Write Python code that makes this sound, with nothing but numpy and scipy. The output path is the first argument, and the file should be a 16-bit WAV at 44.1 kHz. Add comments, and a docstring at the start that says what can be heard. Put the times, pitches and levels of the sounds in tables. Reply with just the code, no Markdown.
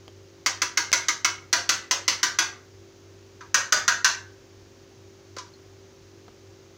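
"""A box grater, steel sheets in a plastic frame, is tapped with a knife to shake the cheese off.
One microphone, close by in a small tiled kitchen, hears three quick runs of taps. Each blow sets off
a short clash, rings the sheets, hollow box, blade and frame, and comes back off the tiles.
A few light touches, knocks and clinks fall around the runs; a refrigerator hums behind."""
import sys
import numpy as np
from scipy import signal
from scipy.fft import rfft, irfft
from scipy.io import wavfile
from scipy.ndimage import uniform_filter1d, minimum_filter1d

SR = 44100
rng = np.random.default_rng(int(sys.argv[2]) if len(sys.argv) > 2 else 0)


def waveform_to_disk(signal):
    """Save audio, clipped to [-1, 1], as 16-bit WAV at the path in sys.argv[1]."""
    frames = np.transpose(np.atleast_2d(signal))
    scaled = np.clip(frames, -1, 1) * 32767
    samples = np.round(scaled).astype(np.int16)
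    wavfile.write(sys.argv[1], SR, samples)


N = 298557
AGE = np.arange(int(.7 * SR)) / SR   # seconds since a blow


def grater_taps():
    """Knife on grater, close up: a dense clash, clearer modes and the room all grow with the force."""
    # Each row: start in seconds, force in dB, ring of the sheets in dB relative to the force.
    blows = [(0.461, -12.5, -13), (0.618, -14.5, -10.5), (0.773, -12, -9), (0.928, -8.5, -9),
             (1.084, -14, -12.5), (1.246, -11, -11.5), (1.528, -9.5, -12), (1.691, -10, -10),
             (1.91, -11.5, -22), (2.079, -11, -38), (2.23, -11, -9.5), (2.387, -10.5, -10.5),
             (3.408, -42, -1), (3.543, -8, -7.5), (3.723, -7.5, -6), (3.879, -9.5, -4), (4.045, -7.5, -4),
             (5.365, -37, -5), (5.383, -32, -15)]
    # The crowd of short-lived modes in a clash. Each row: frequency in Hz, relative density in dB.
    clash_colour = [(50, -75), (110, -40), (180, -17.5), (300, -24), (540, -13), (850, -14), (1100, -4.5),
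                    (2100, -9.5), (2500, -3), (3400, -4), (4300, 0), (6300, 1.5), (7100, -4), (8300, -17),
                    (13500, -26), (15200, -20.5)]
    alike, body_send_db = 0.24, -9.5   # the clear modes reach the room more weakly than the clash
    out = np.zeros(N)
    common = noise(clash_colour, len(AGE))   # the share of the clash that is alike in every tap
    contact = 1 - np.exp(-AGE / 0.00073)   # rise of a blow
    for s, force_db, sheet_db in blows:
        hollow_db, blade_hz, blade_db, zing_hz, zing_db, frame_hz, room_db = grip_at(s)
        crowd = np.sqrt(alike) * common + np.sqrt(1 - alike) * noise(clash_colour, len(AGE))
        zing = from_db(zing_db) * cluster(zing_hz, spread=0.094, t60=0.04, count=24)
        clash = from_db(force_db) * (soften(crowd, force_db) * fade(t60=0.071) + zing)
        sheets = from_db(sheet_db) * steel_sheets()
        blade = from_db(blade_db) * cluster(blade_hz, spread=0.0684, t60=0.09, count=6)
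        frame_gain = from_db(-27.5) * (frame_hz / 320) ** 2   # low modes radiate poorly
        frame = frame_gain * cluster(frame_hz, spread=0.051, t60=0.15, count=2)
        body = hollow_box(force_db, hollow_db) + from_db(force_db) * (sheets + blade + frame)
        room = from_db(room_db) * kitchen(clash + from_db(body_send_db) * body, build_s=0.0036)
        add(out, s, (clash + body) * contact + room)
    return out


def grip_at(s):
    """The grater is held anew for each run and for setting it down, and each grip rings differently."""
    # Each row: start in seconds, hollow in dB at an ordinary tap, blade in Hz and dB, zing in Hz and dB,
    # frame in Hz, room in dB. Blade, zing and room levels are relative to the force.
    grips = [(0, -21.5, 2100, -5, 6140, -1.5, 318, -6.5), (1.45, -23.5, 1980, -10, 5960, -5.5, 329, -4.5),
             (3, -19.5, 1867, -11.5, 6090, -4.5, 209, -5), (5, -22, 2060, -25, 6130, -7, 337, -5)]
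    return [grip[1:] for grip in grips if grip[0] <= s][-1]


def steel_sheets():
    """The struck sheets ring in close, rattling modes."""
    # Each row: mode frequency in Hz, relative level in dB.
    modes = [(1393, -1), (1464, -2), (1513, 0), (1557, -5), (1621, 0), (1696, -4), (1859, -9), (2019, -9),
             (2220, -12), (2554, -12), (2907, -14), (4010, -13), (4220, -13), (6074, -7)]
    return ring(modes, t60=0.17, detune=0.0025, scatter_db=3.5, rattle=1.0, bend=0.021, settle_s=0.0059)


def hollow_box(force_db, grip_db):
    """The hollow of the box: its air takes a moment to get going."""
    # Each row: mode frequency in Hz, relative level in dB.
    modes = [(945, 7), (990, -0.5), (1150, 7.5), (1245, 0)]
    ordinary_db, follows = -7.5, 0.58   # under 1 dB per dB of force, so light touches sound hollower
    level_db = grip_db + follows * (force_db - ordinary_db)
    swell = 1 - np.exp(-AGE / 0.003)
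    tone = ring(modes, t60=0.17, detune=0.011, scatter_db=3.5, rattle=1.0, bend=0.179, settle_s=0.01514)
    return from_db(level_db) * tone * swell


def ring(modes, t60, detune, scatter_db, rattle, bend, settle_s):
    """Struck modes start sharp, settle and rattle; the grip varies pitch and strength at each blow."""
    hz, db = np.transpose(modes)
    shift, strength, phase = rng.standard_normal((3, len(hz)))
    gains = from_db(db - db.max() + scatter_db * strength)
    shake = np.array([drift(55, size=len(AGE)) for mode in modes])
    bent_age = AGE + bend * settle_s * (1 - np.exp(-AGE / settle_s))   # stiffer while the knife presses
    cycles = np.outer(hz * (1 + detune * shift), bent_age) + phase[:, None]
    waves = np.sin(2 * np.pi * cycles + rattle * shake)
    damping = fade(t60 * (hz[0] / hz)[:, None] ** 0.4) / fade(t60)   # higher modes die sooner
    return unit_blow(gains @ (waves * damping), t60)


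def cluster(hz, spread, t60, count):
    """A bunch of close modes that beat against each other."""
    places = np.linspace(-1, 1, count) + rng.uniform(-1.19, 1, count) / count
    waves = np.sin(2 * np.pi * (np.outer(hz * (1 + spread * places), AGE) + rng.random((count, 1))))
    return unit_blow(np.exp(-places ** 2) @ waves, t60)


def soften(sound, force_db):
    """A light touch stays in contact longer, so it has less treble."""
    edge_hz = np.clip(17000 * from_db(0.5 * (force_db + 22.0)), 2000, .45 * SR)
    return signal.sosfilt(signal.butter(2, edge_hz, fs=SR, output="sos"), sound)


def knocks():
    """Things handled near the microphone: dry ticks over dull thuds, and faint clinks of the knife."""
    # Each row: start in seconds, tick level in dB, thud level in dB.
    bumps = [(0.08, -32.5, -39.5), (0.918, -12, -48), (5.369, -55, -35.5), (6.281, -43, -35.5)]
    # The colours of tick and thud. 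Each row: frequency in Hz, relative density in dB.
    tick_colour = [(700, 3), (1500, -5), (2400, -12), (3100, 2), (4000, -4), (7000, -6), (10000, -34),
                   (15000, -27)]
    thud_colour = [(120, -23), (260, 3.5), (520, 5.5), (800, -6), (1300, -10), (3000, -26), (8000, -45),
                   (14000, -58)]
    # Each row: start in seconds, pitch in Hz, level in dB.
    clinks = [(0.079, 3200, -52), (5.536, 4250, -51)]
    out = np.zeros(N)
    for s, tick_db, thud_db in bumps:
        add(out, s, from_db(tick_db) * soften(noise(tick_colour, len(AGE)), tick_db) * fade(t60=0.0052))
        add(out, s, from_db(thud_db) * noise(thud_colour, len(AGE)) * fade(t60=0.042))
    for s, hz, db in clinks:
        add(out, s, from_db(db) * cluster(hz, spread=0.05, t60=.08, count=5))
    return out


def kitchen(sound, build_s):
    """Reflections off tiles and counter thicken and die away; the moving hand gives each tap its own."""
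    # Each row: frequency in Hz, reverberation time in seconds, colour in dB.
    reverberation = [(199, 0.43, 0.5), (650, 0.38, 6.5), (1140, 0.42, 2), (1620, 0.4, 6.5),
                     (3150, 0.31, 1.5), (5960, 0.29, 1), (12200, 0.24, -2.5)]
    hz, t60, colour_db = np.transpose(reverberation)
    spectrum = rfft(noise(np.transpose([hz, colour_db]), len(AGE)))
    octave = np.round(np.log2(np.maximum(np.fft.rfftfreq(len(AGE), 1 / SR), 200) / 200))
    response = np.zeros(len(AGE))
    for k in np.unique(octave):
        band_t60 = at_hz(np.transpose([hz, t60]), 200 * 2 ** k)
        response += irfft(spectrum * (octave == k), len(AGE)) * fade(band_t60)
    response *= 1 - np.exp(-(AGE / build_s) ** 2)
    return signal.fftconvolve(sound, response / np.linalg.norm(response))[:len(AGE)]


def refrigerator(wander_s, flutter_db, mains_hz, mains_db):
    """Further back, a compressor turns a little unevenly and beats against the mains hum."""
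    # Each row: frequency in Hz, rms level in dB.
    partials = [(96.9, -55.5), (242.2, -71), (290.7, -68), (339.1, -59.5), (387.6, -56.5), (441.4, -71),
                (538.3, -67), (586.8, -77)]
    t = np.arange(N) / SR
    turning = t + wander_s * drift(2.94)
    motor = np.zeros(N)
    for hz, db in partials:
        motor += from_db(db + flutter_db * drift(12)) * np.sin(2 * np.pi * (hz * turning + rng.random()))
    return np.sqrt(2) * (motor + from_db(mains_db) * np.sin(2 * np.pi * mains_hz * t))


def room_tone(level_db):
    """The steady air of the kitchen."""
    # Each row: frequency in Hz, relative density in dB.
    air_colour = [(30, -13), (48, 5.5), (65, 2), (110, 7), (200, 1), (370, 2.5), (600, -3.5), (1000, -7),
                  (3500, -12), (6500, -9), (8200, -27.5), (13800, -33), (15200, -21), (16000, -40)]
    return from_db(level_db) * noise(air_colour, N)


def limiter(x, threshold_db, squeeze, release_db_per_s, ahead_s):
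    """The gain ducks just ahead of each loud burst and recovers steadily."""
    level_db = 10 * np.log10(np.abs(uniform_filter1d(x ** 2, size=256)) + 1e-12)
    cut_db = squeeze * np.maximum(level_db - threshold_db, 0)
    ahead = int(ahead_s * SR)
    early_cut_db = -minimum_filter1d(-cut_db, 2 * ahead)
    recovery_db = release_db_per_s * np.arange(N) / SR
    held_db = np.maximum.accumulate(early_cut_db + recovery_db, axis=-1) - recovery_db
    return x * from_db(-uniform_filter1d(held_db, ahead))


def from_db(db):
    """Decibels to gain."""
    return 10 ** (np.asarray(db) / 20)


def at_hz(points, hz):
    """Read a table on a log-frequency axis."""
    known_hz, values = np.transpose(points)
    return np.interp(np.log(np.maximum(hz, 1)), np.log(known_hz), values)


def noise(colour, size):
    """Noise of a given colour, rms 1."""
    gains = from_db(at_hz(colour, np.fft.rfftfreq(size, 1 / SR)))
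    wave = irfft(rfft(rng.standard_normal(size)) * gains, size)
    return wave / np.sqrt(np.mean(wave ** 2) + 1e-20)


def drift(rate_hz, size=N):
    """A smooth random wander, spread about 1."""
    steps = rng.standard_normal(1000)
    return np.interp(np.arange(size) / SR * rate_hz, np.arange(len(steps)), steps)


def fade(t60):
    """Free decay after a blow, 60 dB in t60 seconds."""
    return np.exp(-np.log(1000) * AGE / t60)


def unit_blow(wave, t60):
    """Let a wave die away, with the energy it would have if it began at rms 1."""
    envelope = fade(t60)
    return wave * envelope * np.linalg.norm(envelope) / np.linalg.norm(wave * envelope)


def add(track, s, sound):
    """Mix a sound in at s seconds."""
    start = int(s * SR)
    track[start:start + len(sound)] += sound[:N - start]


def scene():
    """At the microphone: taps and knocks in front, hum and room tone behind."""
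    hum = refrigerator(wander_s=0.00049, flutter_db=1.8, mains_hz=99.6, mains_db=-65)
    background = hum + room_tone(level_db=-55)
    return (grater_taps() + knocks() + background)[None]


def record(dry):
    """The recorder holds loud bursts down, rounds the remaining peaks and cuts the highest treble."""
    limited = limiter(dry, threshold_db=-18, squeeze=0.38, release_db_per_s=118, ahead_s=0.02)
    lowpass = signal.ellip(10, .3, 70, 15800, fs=SR, output="sos")
    return signal.sosfilt(lowpass, np.tanh(limited))


dry = scene()
out = record(dry)
waveform_to_disk(out)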